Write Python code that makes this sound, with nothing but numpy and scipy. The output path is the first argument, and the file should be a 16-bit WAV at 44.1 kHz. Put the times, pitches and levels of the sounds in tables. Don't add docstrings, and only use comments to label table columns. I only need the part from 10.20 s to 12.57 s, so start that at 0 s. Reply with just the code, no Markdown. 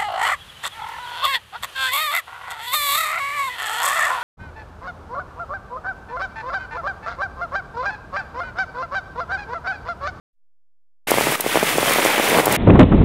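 import sys
import numpy as np
from scipy import signal
from scipy.fft import rfft, irfft
from scipy.io import wavfile
from scipy.ndimage import uniform_filter1d, minimum_filter1d

SR = 44100
rng = np.random.default_rng(int(sys.argv[2]) if len(sys.argv) > 2 else 0)


def put_to_file(sound):
    columns = np.atleast_2d(sound).T
    safe = np.clip(columns, -1, 1)
    whole_steps = np.round(safe * 32767)
    wavfile.write(sys.argv[1], SR, whole_steps.astype(np.int16))


N = 104340
T = np.arange(N) / SR


def from_db(db):
    return 10 ** (np.asarray(db) / 20)


def rms_one(x):
    return x / np.sqrt(np.mean(x ** 2) + 1e-20)


def butter(x, hz, kind, order):
    sections = signal.butter(order, np.minimum(hz, 0.45 * SR), kind, fs=SR, output="sos")
    return signal.sosfilt(sections, x + 1e-18)


def coloured(x, spectrum):
    hz, db = np.transpose(spectrum)
    octave = np.log2(np.fft.rfftfreq(N, 1 / SR) + 1)
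    points = np.log2(hz)
    outside = np.minimum(np.abs(octave - np.clip(octave, points[0], points[-1])), 2)
    log_gain = np.log(from_db(np.interp(octave, points, db) - 20 * outside))
    cepstrum = irfft(log_gain, N)
    minimum_phase = np.exp(rfft(2 * cepstrum[:N // 2], N) - cepstrum[0])
    return rms_one(irfft(rfft(x) * minimum_phase, N))


def drops(per_s, spread_db):
    largest_drop = 2.96
    size = np.minimum(rng.exponential(1, N), largest_drop)
    falls = rng.random(N) < per_s / SR
    return falls * from_db(spread_db * size)


def spray(impacts, decay_s):
    power = signal.lfilter([1], [1, -np.exp(-2 / (decay_s * SR))], impacts ** 2 + 1e-18)
    return np.sqrt(power) * rng.standard_normal(len(power))


def with_wash(near, share):
    return np.sqrt(1 - share) * rms_one(near) + np.sqrt(share) * rng.standard_normal(N)


def ring(clicks, hz, t60):
    radius = from_db(-60 / (t60 * SR))
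    turn = 2 * np.pi * hz / SR
    return signal.lfilter([0, np.sin(turn)], [1, -2 * radius * np.cos(turn), radius ** 2], clicks + 1e-18)


def rain():
    # (time [s], bass level [dB], middle level [dB], treble level [dB])
    rain_levels = [(.87, -30.5, -26, -29), (.95, -28, -24.5, -28.5), (1.0, -26.5, -25, -27),
                   (1.14, -26, -24.5, -27), (1.26, -24.5, -23, -24), (1.34, -28.5, -22.5, -28),
                   (1.42, -29.5, -26.5, -29), (1.5, -26.5, -21.5, -26), (1.56, -24, -29, -29.5),
                   (1.66, -24, -23, -25.5), (1.74, -24.5, -22, -26), (1.82, -24.5, -22.5, -25.5),
                   (1.88, -22.5, -21.5, -26.5), (1.97, -24.5, -22.5, -29.5), (2.07, -21.5, -22, -25.5),
                   (2.18, -18, -22.5, -26.5), (2.27, -18.5, -25, -25.5), (2.36, -20, -22.5, -26.5)]
    plink_db = -7.5
    times, *levels = np.transpose(rain_levels)
    bass, middle, treble = [from_db(np.interp(T, times, db)) for db in levels]
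    leaves_and_puddles = patter() + from_db(plink_db) * plinks()
    return bass * drumming() + middle * leaves_and_puddles + treble * hiss()


def drumming():
    # (frequency [Hz], relative density [dB per Hz])
    drum_colour = [(25, -33), (80, -15.5), (130, -9), (200, -3.5), (300, -2), (580, 1.5), (1000, -2.5),
                   (1400, -7.5), (2000, -9)]
    kicks = drops(per_s=800, spread_db=2.5) * rng.choice([-1, 1], N)
    return coloured(with_wash(kicks, share=0.35), drum_colour)


def patter():
    # (frequency [Hz], relative density [dB per Hz])
    patter_colour = [(700, -23), (1200, -4), (1700, -3), (2150, 1), (2800, -4), (3600, -7), (4600, -16),
                     (7000, -23)]
    taps = drops(per_s=1300, spread_db=2.5) * rng.choice([-1, 1], N)
    return coloured(with_wash(taps, share=0.46), patter_colour)


def hiss():
    # (frequency [Hz], relative density [dB per Hz])
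    hiss_colour = [(3000, -6), (4500, -1.5), (6500, -2.5), (9500, 0), (12000, -2), (15500, -5.5)]
    bursts = spray(drops(per_s=2500, spread_db=5.5), decay_s=0.0013)
    return coloured(with_wash(bursts, share=0.48), hiss_colour)


def plinks():
    count, low_hz, high_hz = 28, 850, 3523
    t60_cycles = 52
    impacts = drops(per_s=150, spread_db=1.5)
    dealt = rng.integers(0, count, N)
    total = np.zeros(N)
    for k, hz in enumerate(np.geomspace(low_hz, high_hz, count)):
        total += ring(impacts * (dealt == k), hz, t60_cycles / hz)
    return rms_one(total)


def thuds():
    # (time [s], level of the cloth's swing [dB], brightness [Hz])
    big_drops = [(0.8854, -14.5, 710), (.9058, -10.5, 860), (.9171, -0.5, 830), (.9408, -7, 900),
                 (.9746, -9.5, 850), (.9834, -3, 970), (1.0097, -4.5, 900), (1.0699, -5, 704),
                 (1.1221, -8, 950), (1.1995, -2, 815), (1.2412, -8, 850), (1.2466, -8.5, 795),
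                 (1.2632, 1.5, 630), (1.3457, -12, 850), (1.3567, -2, 850), (1.3629, -9.5, 754),
                 (1.3721, -3, 850), (1.4285, -3.5, 706), (1.4332, -8.5, 700), (1.583, -4.5, 630),
                 (1.6291, -5.5, 770), (1.6598, -9, 1500), (1.6824, -6.5, 2000), (1.6966, -10.5, 810),
                 (1.7093, -7, 1100), (1.76, -6.5, 1000), (1.7847, -7, 736), (1.79, -11.5, 815),
                 (1.7931, -7.5, 830), (1.828, -11, 1210), (1.8509, -4.5, 690), (1.8603, -4, 850),
                 (1.9799, -7, 850), (1.9978, -4.5, 730), (2.1201, -10, 720), (2.1295, -7, 770),
                 (2.1498, -7, 710), (2.1705, -8, 820), (2.1783, -21, 820), (2.1867, -1.5, 870),
                 (2.1965, -7.5, 900), (2.2002, -4.5, 1080), (2.27, 0, 840), (2.2796, 1.5, 900),
                 (2.3136, -12, 930)]
    canopy_low_hz = 273
    ring_hz, ring_t60_s, ring_db = 2200, 0.0041, -25
    slap_db, slap_decay_s, slap_band_hz = -17.5, 0.0024, [900, 2980]
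    out = np.zeros(N + SR)
    click = signal.unit_impulse(SR // 20)
    t = np.arange(len(click)) / SR
    for time, db, bright_hz in big_drops:
        push = butter(click, bright_hz, "low", order=3)
        swing = -butter(push, canopy_low_hz, "high", order=3)
        swing = swing / np.abs(swing).max()
        cloth_ring = from_db(ring_db) * ring(click, ring_hz * rng.normal(1, 0.17), ring_t60_s)
        slap_noise = rms_one(butter(rng.standard_normal(len(t)), slap_band_hz, "band", order=2))
        slap = from_db(slap_db) * slap_noise * np.exp(-t / slap_decay_s)
        i = int(time * SR)
        out[i:i + len(t)] += from_db(db) * (swing + cloth_ring + slap)
    return out[:N]


def with_road_echo(x):
    echo_s, echo_db = 0.0092, -16
    return x + from_db(echo_db) * np.interp(T - echo_s, T, x)


def splashes():
    # (time [s], base level of tick and spray [dB], centre frequency [Hz])
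    close_drops = [(.9073, -12.5, 10500), (1.1138, -20, 11000), (1.2066, -2.5, 11500), (1.575, -21, 9500),
                   (1.695, -15, 8500), (1.718, -18, 11000), (1.734, -17, 11000), (1.847, -15, 8100),
                   (1.855, -26, 13000), (2.095, -18.5, 11000), (2.2561, -6.5, 11700), (2.323, -13, 11000)]
    tick_db, spray_db = 6, 6.5
    spray_lag_s, decay_s = 0.0026, 0.0015
    width = 1.287
    out = np.zeros(N + SR)
    for time, db, hz in close_drops:
        impacts = np.zeros(SR // 20)
        impacts[0] = from_db(db + tick_db)
        impacts[int(spray_lag_s * SR)] = from_db(db + spray_db)
        burst = butter(spray(impacts, decay_s), [hz / width, hz * width], "band", order=1)
        i = int(time * SR)
        out[i:i + len(burst)] += burst
    return out[:N]


def near_plink():
    # (time [s], level [dB], pitch [Hz], time to fall 60 dB [s])
    close_plink = (1.6808, -16.5, 3100, 0.05)
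    time, db, hz, t60 = close_plink
    return from_db(db) * ring(signal.unit_impulse(N, int(time * SR)), hz, t60)


def rumble():
    # (time [s], level [dB])
    rumble_level = [(0.88, -51), (0.904, -38.5), (1.082, -34), (1.204, -49), (1.254, -38), (1.538, -40),
                    (1.568, -35), (1.972, -49), (1.988, -46), (2.338, -25), (2.36, -55)]
    # (frequency [Hz], relative density [dB per Hz])
    rumble_colour = [(25, -21), (55, -17), (100, -3), (155, 3), (230, -9)]
    trim_db = 0.5
    times, db = np.transpose(rumble_level)
    level = from_db(np.interp(T, times, db) + trim_db)
    return level * coloured(rng.standard_normal(N), rumble_colour)


def scene():
    start_s, fade_in_s = 0.870, 0.0035
    sound = rain() + with_road_echo(thuds()) + splashes() + near_plink() + rumble()
    return (sound * np.clip((T - start_s) / fade_in_s, 0, 1))[None]


def limiter(x):
    limit_db, release_db_per_s = -15.5, 100
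    look_ahead_s, hold_s, attack_s = 0.046, 0.021, 0.0044
    treble = butter(x, 4000, "high", order=2)
    power = uniform_filter1d(treble ** 2, size=176)
    over_db = np.maximum(10 * np.log10(np.abs(power) + 1e-12) - limit_db, 0)
    ahead = int(look_ahead_s * SR)
    span = int((look_ahead_s + hold_s) * SR)
    held = -minimum_filter1d(-over_db, span, origin=(span - 1) // 2 - ahead)
    ramp = release_db_per_s * T
    cut_db = np.maximum.accumulate(held + ramp) - ramp
    return x * from_db(-uniform_filter1d(cut_db, int(attack_s * SR) + 1))


def record(dry):
    input_on_s, noise_db = 0.13, -99
    offset_db, offset_rise_s = -49.5, 0.1
    cutoff_hz = 15700
    offset = from_db(offset_db) * np.clip((T - input_on_s) / offset_rise_s, 0, 1)
    noise = from_db(noise_db) * rng.standard_normal(N) * (T >= input_on_s)
    x = np.clip(limiter(dry[0]) + offset + noise, -1, 1)
    top_cut = signal.ellip(14, 0.1, 80, cutoff_hz, fs=SR, output="sos")
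    return signal.sosfilt(top_cut, x)[None]


dry = scene()
out = record(dry)
put_to_file(out)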